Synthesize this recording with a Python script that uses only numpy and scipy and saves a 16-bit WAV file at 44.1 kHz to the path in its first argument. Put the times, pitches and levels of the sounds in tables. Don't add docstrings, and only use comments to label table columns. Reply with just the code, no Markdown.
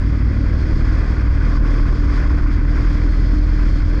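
import sys
import numpy as np
from scipy import signal
from scipy.fft import rfft, irfft
from scipy.io import wavfile
from scipy.ndimage import uniform_filter1d, minimum_filter1d

SR = 44100
rng = np.random.default_rng(int(sys.argv[2]) if len(sys.argv) > 2 else 0)


def unload_audio(sound):
    columns = np.transpose(np.atleast_2d(sound))
    steps = np.round(np.clip(columns, -1, 1) * 32767)
    wavfile.write(sys.argv[1], SR, steps.astype(np.int16))


N = 176400


def exhaust(cycle_angle):
    # (time [s], level of 2nd multiple [dB], level of 3rd multiple [dB])
    throb = [(0, -16.5, -21), (.25, -26.5, -15.5), (.55, -23, -19.5), (.9, -17, -18.5), (1.25, -25, -17),
             (1.45, -13.5, -19), (1.7, -13.5, -25), (2.15, -18, -16), (2.6, -16, -24.5), (3.2, -14.5, -24),
             (4, -13.5, -25)]
    # (multiple of the cycle rate, level at mid-scene [dB], change [dB/s])
    overtones = [(1, -41.5, 9.5), (4, -24.5, .5), (5, -30.5, -4), (6, -37.5, 0.5), (7, -35, -1.5),
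                 (8, -39.5, -1.5), (9, -42, 2), (10, -42, -1.5), (11, -46.5, -2), (12, -41.5, -2.5),
                 (13, -41, -1.5), (15, -44.5, -2.5), (16, -47.5, -2)]
    smear_rad = 1.55
    from_middle_s = (np.arange(N) - N / 2) / SR
    levels = list(enumerate(in_time(throb), 2))
    levels += [(round(k), db + slope * from_middle_s) for k, db, slope in overtones]
    return sum(note(k * cycle_angle - smear_rad * k * k, db, wobble_db=0.95) for k, db in levels)


def drivetrain(cycle_angle):
    # (time [s], level [dB])
    hum_level = [(0, -50), (.6, -45.5), (.95, -45.5), (1.3, -32), (2, -29.5), (2.9, -34), (3.3, -32.5),
                 (4, -30)]
    hum = note(14.455 * cycle_angle, in_time(hum_level)[0], wobble_db=0.5)
    shudder = note(1.44 * cycle_angle, level_db=-29, wobble_db=6)
    return hum + shudder


def wind():
    # (frequency [Hz], relative density [dB])
    buffet_spectrum = [(12, -12.5), (21, -14), (29, -4.5), (55, 3.5), (75, -4), (110, -6.5), (160, -13.5),
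                       (220, -17), (270, -13.5), (305, -13.5), (345, -19), (400, -31), (600, -43)]
    rush_spectrum = [(250, -16), (370, -1.5), (460, -3.5), (600, -6), (760, -13.5), (900, -22.5),
                     (1400, -28.5)]
    # (time [s], relative level [dB])
    rush_level = [(0.03, -40), (0.2, -43), (0.66, -37), (0.86, -39), (1.08, -36.5), (1.25, -40),
                  (1.55, -40), (1.7, -37), (2.05, -39.5), (2.2, -36), (2.55, -43.5), (2.8, -36.5),
                  (2.88, -41), (3.1, -38), (3.25, -39.7), (3.85, -41), (3.98, -37.5)]
    buffet = from_db(-20.5) * turbulence(buffet_spectrum, flutter_db=0.37)
    rush = from_db(in_time(rush_level)[0] + 0.5) * turbulence(rush_spectrum, flutter_db=1)
    return buffet + rush


def tyre_roar():
    # (frequency [Hz], relative density [dB])
    spectrum = [(650, -18), (880, -8), (1030, -3.5), (1140, -3), (1320, -5), (1470, -1), (1680, -3),
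                (1860, -6.5), (2060, -3.5), (2230, -9.5), (2400, -9), (2750, -20.5), (3600, -43.5)]
    # (time [s], relative level [dB])
    level = [(0.03, -41), (.42, -40.5), (.52, -39), (0.63, -40.5), (.85, -37.5), (0.97, -36), (1.1, -39),
             (1.5, -37), (1.61, -42.5), (1.67, -37.5), (1.81, -37.5), (2.02, -40), (2.13, -35),
             (2.22, -35.5), (2.32, -38), (2.45, -40), (2.54, -38), (2.7, -40), (2.78, -35.5), (2.89, -39),
             (2.97, -37), (3.07, -39), (3.3, -40.5), (3.58, -38.5), (3.96, -40)]
    return from_db(in_time(level)[0] + 1) * turbulence(spectrum, flutter_db=1.5)


def exhaust_cracks():
    # (time [s], relative level of lower ring [dB], relative level of upper ring [dB])
    cracks = [(0.944, -35, -35), (1.167, -44.5, -30.5), (1.415, -45, -33), (1.465, -40, -30.5),
              (1.574, -33.5, -37), (1.651, -28.5, -31.5), (1.697, -27, -38), (1.793, -32, -32),
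              (1.857, -30, -39), (1.931, -33, -40), (2.168, -30, -41), (2.181, -43, -31), (2.243, -40, -33),
              (2.260, -27, -36), (2.306, -30, -31), (2.399, -41, -31), (2.434, -36, -38),
              (2.462, -29.5, -36), (2.495, -42, -36), (2.787, -32, -33), (2.956, -34, -35)]
    # (lower ring [Hz], upper ring [Hz])
    rings_hz = [1080, 1472]
    rise_s, detune = 0.00285, 0.023
    out = np.zeros(N + SR)
    age_s = np.arange(SR // 20) / SR
    envelope = age_s / rise_s * np.exp(1 - age_s / rise_s)
    for peak_s, *levels_db in cracks:
        start = int((peak_s - rise_s) * SR)
        for hz, db in zip(rings_hz, levels_db):
            pitch_hz = hz * (1 + detune * rng.standard_normal())
            ring = envelope * np.sin(2 * np.pi * pitch_hz * age_s)
            out[start:start + len(age_s)] += from_db(db + 1) * ring
    return out[:N]


def air_hiss():
    # (frequency [Hz], relative density [dB])
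    hiss_spectrum = [(2000, -23), (2800, -11.5), (3000, -7), (3290, -1), (3650, -6.5), (3950, -8),
                     (4150, -8), (4280, -2.5), (4430, -6.5), (4660, 0.5), (5250, -3.5), (5950, -12.5),
                     (6600, -12), (7500, -23), (8110, -20), (8600, -27), (9100, -27), (9600, -31.5),
                     (10100, -34.5), (10600, -36.5), (13000, -50), (16000, -69)]
    whistle_spectrum = [(4100, -29.5), (4230, -1), (4285, 2.5), (4340, -6.5), (4440, -32)]
    # (time [s], level [dB])
    hiss_level = [(0.03, -51), (0.3, -51.5), (0.97, -46.5), (1.25, -50.5), (1.57, -46.5), (1.61, -54.5),
                  (1.69, -46), (1.83, -47), (2.07, -48.5), (2.18, -44.5), (2.35, -50), (2.5, -52.5),
                  (2.53, -47), (2.6, -53.5), (2.7, -50), (2.78, -47), (3.45, -49), (3.76, -46.5),
                  (3.82, -50), (3.97, -49)]
    whistle_level = [(0, -70), (.9, -61.5), (2.6, -77.5), (3.1, -57), (4, -60)]
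    hiss = from_db(in_time(hiss_level)[0]) * turbulence(hiss_spectrum, flutter_db=0.5)
    whistle = from_db(in_time(whistle_level)[0]) * noise(whistle_spectrum)
    return hiss + whistle


def overtaking_car():
    # (frequency [Hz], relative density [dB])
    spectrum = [(800, -19.5), (1030, -2), (1140, -0.5), (1300, -9.5), (1480, -2.5), (1700, -10.5),
                (2200, -25.5)]
    nearest_s, spread_s = 1.65, 0.55
    relative_distance = np.hypot(1, (np.arange(N) / SR - nearest_s) / spread_s)
    return from_db(-41) / relative_distance * turbulence(spectrum, flutter_db=3)


def note(angle, level_db, wobble_db):
    phase = angle + 0.1 * drift(rate_hz=7)
    return np.sqrt(2) * from_db(level_db + wobble_db * drift(rate_hz=7)) * np.sin(phase)


def turbulence(spectrum, flutter_db):
    steady = noise(spectrum)
    eddies_db = flutter_db * drift(rate_hz=87) + 0.52 * drift(rate_hz=8.8)
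    return rms_one(steady * from_db(eddies_db))


def noise(spectrum):
    hz, db = np.transpose(spectrum)
    bin_octaves = np.log2(np.arange(N // 2 + 1) * SR / N + 1)
    point_octaves = np.log2(hz)
    beyond = np.abs(bin_octaves - np.clip(bin_octaves, point_octaves[0], point_octaves[-1]))
    gain = from_db(np.interp(bin_octaves, point_octaves, db) - 36 * beyond)
    return rms_one(irfft(rfft(rng.standard_normal(N)) * gain, N))


def drift(rate_hz):
    hop, settle_steps = 40, 2000
    pole = np.exp(-2 * np.pi * rate_hz * hop / SR)
    white = rng.standard_normal(N // hop + settle_steps + 2)
    slow = signal.lfilter([1], [1, -2 * pole, pole * pole], white)[settle_steps:]
    return np.interp(np.arange(N) / hop, np.arange(len(slow)), rms_one(slow))


def in_time(rows):
    times_s, *columns = np.transpose(rows)
    return [np.interp(np.arange(N) / SR, times_s, column) for column in columns]


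def from_db(db):
    return 10 ** (np.asarray(db) / 20)


def rms_one(x):
    return x / np.sqrt(np.mean(x ** 2) + 1e-20)


def scene():
    # (time [s], four-stroke cycle rate [Hz])
    engine_speed = [(0, 19.13), (1, 19.61), (2, 20.02), (3, 20.35), (4, 20.57)]
    cycle_angle = 2 * np.pi * np.cumsum(in_time(engine_speed)[0]) / SR
    bike = exhaust(cycle_angle) + drivetrain(cycle_angle)
    return (bike + wind() + tyre_roar() + exhaust_cracks() + air_hiss() + overtaking_car())[None]


def record(dry):
    threshold_db, release_db_per_s, ahead_s, stopband_hz = -7, 279.5, 0.0047, 13500
    over_db = np.maximum(20 * np.log10(np.abs(dry[0]) + 1e-9) - threshold_db, 0)
    fall_db = release_db_per_s * np.arange(N) / SR
    duck_db = np.maximum.accumulate(over_db + fall_db) - fall_db
    width = 2 * int(ahead_s * SR) + 1
    gain = from_db(uniform_filter1d(minimum_filter1d(-duck_db, width), width))
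    lowpass = signal.cheby2(12, 70, stopband_hz, fs=SR, output="sos")
    return signal.sosfilt(lowpass, dry * gain)


dry = scene()
out = record(dry)
unload_audio(out)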